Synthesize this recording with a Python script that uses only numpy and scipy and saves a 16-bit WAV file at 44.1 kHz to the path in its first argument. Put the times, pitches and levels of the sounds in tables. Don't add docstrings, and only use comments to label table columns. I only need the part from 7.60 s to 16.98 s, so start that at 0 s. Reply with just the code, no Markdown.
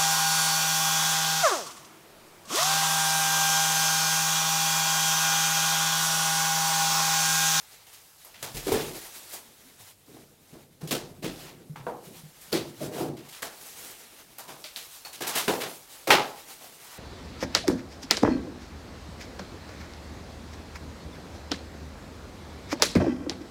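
import sys
import numpy as np
from scipy import signal
from scipy.fft import rfft, irfft, next_fast_len
from scipy.io import wavfile
from scipy.ndimage import uniform_filter1d, map_coordinates

SR = 44100
rng = np.random.default_rng(int(sys.argv[2]) if len(sys.argv) > 2 else 0)


def store_wav(level_fs):
    pcm = np.round(np.clip(np.atleast_2d(level_fs), -1, 1) * 32767)
    wavfile.write(sys.argv[1], SR, pcm.T.astype(np.int16))


def magnitude_from_level(level_db):
    exponent = np.asarray(level_db, float) / 20
    return 10 ** exponent


N = 413658

# low_hz, high_hz
BANDS = [(80, 220), (220, 600), (600, 1500), (1500, 5000), (5000, 15500)]
# pitch_hz, width_hz, level_db over the plain response
WOOD_MODES = [(98, 10, -12.5), (146.6, 6.7, 10), (234, 23, 2), (354, 16.7, 2), (463, 19, 2.5), (625, 20, 2),
              (816, 255, 3), (2130, 130, 0.5), (3840, 750, 1)]
# pitch_hz, t60_s
ROOM_RINGING = [(100, 0.52), (300, 0.42), (800, 0.49), (2000, 0.3), (5000, 0.34), (12000, 0.23)]
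# pitch_hz, level_db
AIR_COLOUR = [(15, -30.5), (25, 9.5), (82, 10), (149, 9), (190, 2), (242, -3.5), (463, 6), (1520, -20),
              (14000, -5), (16000, -18)]
AIR_LEVEL_DB = -65.5

# knock_db, clack_db, sizzle_db
CRACK_CONTACTS = [(.1258, -63, -3, -13, -12), (0.267, -47, -16, -14, -1), (.329, -46, -20, -28, 0),
                  (0.6461, -51.5, -8, 1, 6.5), (0.7419, -36.5, -35, -21, -18),
                  (.826, -28, -14, -10.5, -2.5), (.97, -31.5, -21, -21, -4), (1.0682, -27.5, 6.5, -11, -5),
                  (1.1177, -24.5, 1.5, -8.5, -2.5), (3.2742, -32.5, -21, -31, -4.5),
                  (3.309, -18.5, -4.5, -16, -5.5), (3.6432, -26.5, -2.5, -20, -10.5),
                  (4.1592, -39, -27, -3.5, -15), (4.2659, -42.5, 12, 11, -20), (4.718, -77, -31, -4, -16),
                  (4.9281, -19.5, -0.5, -19.5, -11), (5.5676, -38, -9, -17, -11),
                  (5.6512, -49.5, -9, -4, -3), (5.687, -42, -28, -24, -1), (5.725, -36.5, -35, -18, -7.5),
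                  (5.8209, -29.5, -11.5, -8.5, -2), (6.011, -48, -9, -24, 6), (6.08, -48, -15, -20, -11),
                  (6.1287, -57, -19, -19, -6), (6.7827, -37.5, -18, -3.5, .6),
                  (7.04, -28.5, -33, -23.5, -10.5), (7.1618, -28, -21.5, -24.5, -8.5),
                  (7.4487, -37, -16, -7.5, -2.5), (7.6058, -30.5, -2, -8, -5),
                  (7.6198, -24.5, -46, -10, -8), (7.7524, -22, -11, -12.5, -1.5),
                  (7.772, -22.5, -43, -20, -0.5), (7.78, -36, -28, -22, -21),
                  (7.8789, -17.5, -3.5, -6.5, -10.5), (8.4722, -21.5, 0, -4.5, -8),
                  (8.5035, -2, -16.5, -13.5, -18.5), (9.0091, -43.5, -10, -4, -5)]
TUG_CONTACTS = [(.942, -29.5, -6, -15.5, -1), (1.1894, -26, -12, -36, -13), (1.721, -38, -12, -6, 8),
                (2.4711, -55.5, 12.5, -10, -6), (2.5344, -46, 4.5, -8, -5),
                (2.9249, -44.5, 5.5, -7.5, -5.5), (3.205, -42, 0, -6, -5), (3.2265, -46.5, 13, -6, 0),
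                (3.622, -28.5, -0.5, -15, -10), (4.4691, -50.5, 12, -13.5, 3), (4.6316, -50, -5, -12, -10),
                (4.8055, -53, -8, -16, 12), (4.9178, -23, -8, -12, -5), (5.202, -37.5, 13, -4, -1),
                (5.268, -54, 11, -11, -13), (5.35, -49.5, 19, 13, -1), (5.388, -46.5, 22, 14, -6),
                (5.45, -39, 13, -6, -5), (6.8776, -32.5, -10.5, -7.5, -6.5), (7.5265, -31.5, -24, -21, -5),
                (7.6658, -22.5, -16, -10, -0.2), (8.002, -18, -14.5, -16, -12.5),
                (8.9094, -48.5, -16, -28, 7), (9.2328, -42, -22.5, -5, 0)]
CRACK_MS, TUG_MS = 5.2, 20.8
CRACK_THUD_DB, TUG_THUD_DB = -15.5, -9.5
CREST_DB = -6
CONTACT_CUT_DB = -4.0

# time_s, rustle_db, scrape_db against the rustle
RUSTLE_AND_SCRAPE = [(0, -52.5, -5), (.2, -57, -1.5), (.55, -58, -6), (.8, -56, -1.5), (1.02, -48.5, -4),
                     (1.17, -38.5, 2.5), (1.33, -43.5, -3.5), (1.49, -46, -4.5), (1.65, -48.5, -5.5),
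                     (1.88, -57, -3.5), (2.38, -63.5, -4), (3.14, -69, -1.3), (3.4, -60, 1),
                     (3.65, -62.5, -4), (3.79, -49, -1.5), (3.9, -55, 6), (3.96, -65.5, 3),
                     (4.101, -63.5, -4.5), (4.7, -58, -4), (5.02, -54, -1), (5.35, -65, -1),
                     (5.49, -65.5, 0), (5.72, -59, 0.5), (5.95, -53.5, -5), (6.24, -44.5, -5.5),
                     (6.5, -55, -1.5), (6.7, -58.5, -1.5), (7.1, -53.5, -7), (7.6, -54, -3.5),
                     (7.79, -44.5, 12.5), (7.89, -42, -7.5), (8.15, -47, -8), (8.28, -54, -4.5),
                     (8.779, -52, -1.5), (9.14, -54, -4), (9.38, -48.5, 0.5)]
# peak_s, rise_s, rustle_db
SLEEVE_SWISHES = [(.37, 0.099, -58.5), (1.74, 0.065, -46.5), (2.07, 0.075, -58), (2.28, 0.13, -52.5),
                  (2.52, .04, -58.5), (2.66, 0.097, -62.5), (2.88, 0.11, -63), (3.02, 0.055, -63.5),
                  (4.24, 0.021, -64), (4.46, 0.05, -55), (4.58, 0.06, -51), (4.86, 0.064, -55.5),
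                  (5.16, 0.034, -57), (5.24, 0.04, -47), (5.399, 0.066, -42.5), (5.76, 0.034, -50.5),
                  (6.08, 0.033, -48), (6.96, 0.035, -61), (7.22, 0.06, -47.5), (7.33, .06, -48),
                  (8.34, 0.054, -50.5), (8.43, .04, -60), (8.9, 0.03, -51), (9.02, .04, -50.5)]
SWISH_FALL_S = 0.057
# time_s, panel_flex_db, joist_groan_db against the flex
CEILING_STRAIN = [(0.0, -74, -3), (0.65, -77, -12), (0.89, -62.5, 12), (1.04, -52, -5), (1.2, -33, -9),
                  (1.49, -60, -11), (2.48, -72, 5), (2.64, -62.5, -1), (3.05, -74, 9), (3.47, -54, 5.5),
                  (4.49, -55.5, -9), (4.62, -73, -11), (4.91, -66, 7), (5.09, -63.5, 14), (5.41, -31, -26),
                  (5.64, -72, -1), (6.24, -58, -11), (6.63, -65, -5), (7.0, -60.5, -7), (7.31, -73, -15),
                  (7.58, -66, -3), (7.81, -56, -7), (7.97, -36, -23), (8.18, -62, -13), (8.49, -64.5, -11),
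                  (8.62, -56, -17), (8.99, -61.5, -8), (9.38, -63.5, -5)]
CREAK_DB, RUB_DB = -18, -6.5
PATCHY_DB = 1.3

# start_s, pitch_hz, level_db
PLASTER_SNAPS = [(.6495, 12500, -31), (0.97, 2480, -23.5), (3.31, 3760, -15), (3.76, 3600, -30),
                 (4.1582, 1236, -28), (4.9286, 4550, -8.5), (5.83, 1750, -12.5), (6.7853, 12000, -25),
                 (7.0425, 4500, -19), (7.1612, 3970, -14.5), (7.7723, 2900, -15), (7.782, 3000, -22)]
# start_s, pitch_hz, level_db
JOIST_RINGS = [(.83, 138, -40.5), (0.946, 126, -34.5), (1.122, 102, -25.5), (1.85, 253, -57),
               (2.05, 258, -54), (2.2, 104, -52), (2.928, 155, -41), (3.23, 153, -30), (3.639, 159, -30),
               (4.097, 154, -32), (4.201, 138, -37), (4.468, 153, -41), (4.563, 161, -42),
               (4.635, 154, -39), (4.932, 153, -32), (5.419, 151, -41), (5.5, 138.5, -37.5),
               (6.879, 169, -51), (7.878, 234, -30.5), (8.505, 187, -35)]
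# start_s, level_db
FLOOR_BOOMS = [(.942, -43), (1.116, -40), (3.309, -53), (3.638, -53), (8.504, -63)]
SNAP_T60_S, JOIST_T60_S, BOOM_T60_S = 0.0035, 0.13, 0.62
BOOM_HZ = 41
# start_s, lowest_pitch_hz, level_db, tilt_db per octave towards the upper modes,
# ring (times as long as a loose piece)
PANEL_PIECES = [(1.0684, 400, -15, -21, 0.52), (1.119, 436, -12.5, -7.5, 0.22),
                (3.315, 330.5, -34.5, 2, 1.6), (4.1592, 414, -50, 8, 0.74), (4.267, 482, -26, -2, 0.62),
                (4.932, 335, -21, -15, 0.88), (5.212, 612, -28, -30, 1.3), (5.405, 332, -25, -9, 1.14),
                (5.826, 660, -38, 5, .3), (7.045, 612, -39, -6, 0.39), (7.165, 667, -43, -11, 0.36),
                (7.452, 750, -43, -6, .45), (7.608, 680, -34, -8, .35), (7.883, 402, -18, -3.5, 0.67),
                (8.474, 405, -39, 0, 0.96), (8.506, 405, -20.5, 8.5, 0.97)]
# multiple (of the lowest pitch), level_db, t60_s
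PANEL_MODES = [(1, -4, 0.19), (2.01, -1, 0.05), (2.17, -3.5, 0.055), (3.1, -1, .015), (5.02, -12, .022)]
# start_s, level_db
BAR_PINGS = [(7.449, -47)]
# pitch_hz, level_db, t60_s
BAR_MODES = [(2550, 1, .08), (3800, -5, .1), (4392, -1.5, .14), (4400, 1, 0.089), (5700, -8, .13)]


def unit(x):
    return x / np.sqrt(np.mean(x ** 2, axis=-1, keepdims=True) + 1e-20)


def along(points, hz):
    point_hz, value = np.transpose(points)
    return np.interp(np.log(hz + 1), np.log(point_hz + 1), value)


def add(out, times, sounds):
    for start_s, sound in zip(times, sounds):
        out[round(start_s * SR):][:len(sound)] += sound
    return out


def wander(rows, steps, per_s, spread_db, t):
    points = rng.standard_normal((rows, steps))
    drift = np.array([np.interp(t * per_s, np.arange(steps), row) for row in points])
    return magnitude_from_level(spread_db * drift)


def colour(levels_db, hz):
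    low, high = np.transpose(BANDS)
    centre_hz = np.sqrt(low * high)
    density_db = levels_db - 10 * np.log10(high - low)
    joined_db = np.array([along(np.transpose([centre_hz, row]), hz) for row in density_db])
    modes = sum((magnitude_from_level(db) - 1) / (1 + ((hz - centre) / (width / 2)) ** 2) for centre, width, db in WOOD_MODES)
    bass_cut = np.sqrt(1 + (95 / (hz + 1)) ** 8)
    return magnitude_from_level(joined_db) * (1 + modes) / bass_cut


def causal(gain):
    cepstrum = irfft(np.log(gain + 1e-9))
    half = cepstrum.shape[-1] // 2
    cepstrum[:, 1:half] *= 2
    cepstrum[:, half + 1:] = 0
    return np.exp(rfft(cepstrum))


def reverb(rise_s):
    noise = rng.standard_normal((len(rise_s), SR // 2))
    hz, t, z = signal.stft(noise, SR, nperseg=256)
    fading = z * magnitude_from_level(-60 * t / along(ROOM_RINGING, hz)[:, None])
    tails = signal.istft(fading, SR, nperseg=256)[1][:, :SR // 2]
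    build_up = np.sqrt(1 - np.exp(-np.arange(SR // 2) / SR / rise_s[:, None]))
    return tails * build_up


def air():
    m = next_fast_len(N)
    gain = magnitude_from_level(along(AIR_COLOUR, np.fft.rfftfreq(m, 1 / SR)))
    noise = irfft(rfft(rng.standard_normal(m)) * gain, m)[:N]
    return magnitude_from_level(AIR_LEVEL_DB) * unit(noise)


def work():
    boost_db = np.minimum(2.5 * rng.exponential(size=N), 8)
    slips = (rng.random(N) < 2000 / SR) * rng.standard_normal(N) * magnitude_from_level(boost_db)
    swell_points = rng.standard_normal(N // 1500 + 4)
    swell = magnitude_from_level(1.74 * map_coordinates(swell_points, [np.arange(N) / 1500]))
    grain = unit(.4 * unit(slips) + swell * rng.standard_normal(N))
    hz, t, z = signal.stft(grain, SR, nperseg=1024)

    time_s, rustle, scrape = np.transpose(RUSTLE_AND_SCRAPE)
    rustle_db, scrape_db = np.interp(t, time_s, rustle), np.interp(t, time_s, scrape)
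    time_s, flex, groan = np.transpose(CEILING_STRAIN)
    flex_db, groan_db = np.interp(t, time_s, flex), np.interp(t, time_s, groan)

    peak_s, rise_s, swish_db = np.transpose(SLEEVE_SWISHES)[:, :, None]
    width_s = np.where(t < peak_s, rise_s, SWISH_FALL_S)
    swishes = magnitude_from_level(swish_db) * np.exp(-((t - peak_s) / width_s) ** 2)
    rustle_db = 10 * np.log10(magnitude_from_level(rustle_db) ** 2 + np.sum(swishes ** 2, axis=0))
    scrape_db = rustle_db + scrape_db

    patches = uniform_filter1d(rng.standard_normal(z.shape), size=14, axis=0)
    patches = uniform_filter1d(patches, size=3, axis=1)
    z = z * magnitude_from_level(PATCHY_DB * patches / patches.std())

    middle_db = 20 * np.log10(np.hypot(magnitude_from_level(flex_db + CREAK_DB), magnitude_from_level(scrape_db + RUB_DB)))
    levels_db = np.transpose([flex_db + groan_db, flex_db, middle_db, scrape_db, rustle_db])
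    shaped = z * colour(levels_db, hz).T * np.sqrt(SR / 2)
    return signal.istft(shaped, SR, nperseg=1024)[1][:N]


def struck():
    rows = [(*row, SNAP_T60_S) for row in PLASTER_SNAPS]
    rows += [(*row, JOIST_T60_S) for row in JOIST_RINGS]
    rows += [(s, BOOM_HZ, db, BOOM_T60_S) for s, db in FLOOR_BOOMS]
    for s, hz, db, tilt, ring in PANEL_PIECES:
        for multiple, mode_db, t60 in PANEL_MODES:
            rows.append((s, multiple * hz, db + mode_db + tilt * np.log2(multiple), t60 * ring))
    for s, db in BAR_PINGS:
        rows += [(s, hz, db + mode_db, t60) for hz, mode_db, t60 in BAR_MODES]
    return rows


def notes():
    start_s, hz, db, t60 = np.transpose(struck())[:, :, None]
    t = np.arange(SR // 2) / SR
    onset = 1 - np.exp(-t * hz / 0.29)
    direct = magnitude_from_level(db - 60 * t / t60) * np.sin(2 * np.pi * hz * t) * onset
    direct = direct * wander(len(start_s), 40, 70, 2.5, t)
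    tails = reverb(np.full(len(start_s), .006))
    tails = tails / np.linalg.norm(tails, axis=1, keepdims=True)
    sounds = magnitude_from_level(-4) * signal.fftconvolve(direct, tails, axes=1)
    sounds[:, :len(t)] += direct
    return add(np.zeros(N + SR), start_s[:, 0], sounds)[:N]


def hits():
    rows = [(*row, CRACK_MS, CRACK_THUD_DB) for row in CRACK_CONTACTS]
    rows += [(*row, TUG_MS, TUG_THUD_DB) for row in TUG_CONTACTS]
    start_s, peak_db, knock_db, clack_db, sizzle_db, ms, thud_db = np.transpose(rows)
    lasts_s = ms[:, None] / 1000
    t = np.arange(SR // 2) / SR
    rise = 1 - np.exp(-t / (lasts_s ** 2 / 0.041))
    crumble = 1.06 * rng.standard_normal((len(start_s), len(t))) * np.exp(-t / lasts_s)
    rattle = wander(len(start_s), 160, 300, 2, t)
    bursts = rise * rattle * (crumble + reverb(lasts_s[:, 0]))

    crack_db = np.full(len(ms), CREST_DB)
    against_db = np.transpose([knock_db + thud_db, knock_db, clack_db, crack_db, sizzle_db])
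    levels_db = peak_db[:, None] + against_db
    m = 2 ** 15
    response = causal(colour(levels_db, np.fft.rfftfreq(m, 1 / SR))) * np.sqrt(SR / 2)
    sounds = irfft(rfft(bursts, m) * response, m)
    return add(np.zeros(N + SR), start_s, magnitude_from_level(CONTACT_CUT_DB) * sounds)[:N]


def scene():
    return (air() + work() + notes() + hits())[None]


def top_cut(x):
    return signal.sosfilt(signal.butter(12, 17020, fs=SR, output="sos"), x)


def record(dry):
    dulled = signal.sosfilt(signal.butter(2, 15000, fs=SR, output="sos"), dry)
    clipped = dulled / (1 + np.abs(dulled / .5) ** 6) ** (1 / 6)
    below_cut = np.fft.rfftfreq(N, 1 / SR) < 15950
    finished = irfft(rfft(clipped) * below_cut, N)
    return top_cut(finished)


dry = scene()
out = record(dry)
store_wav(out)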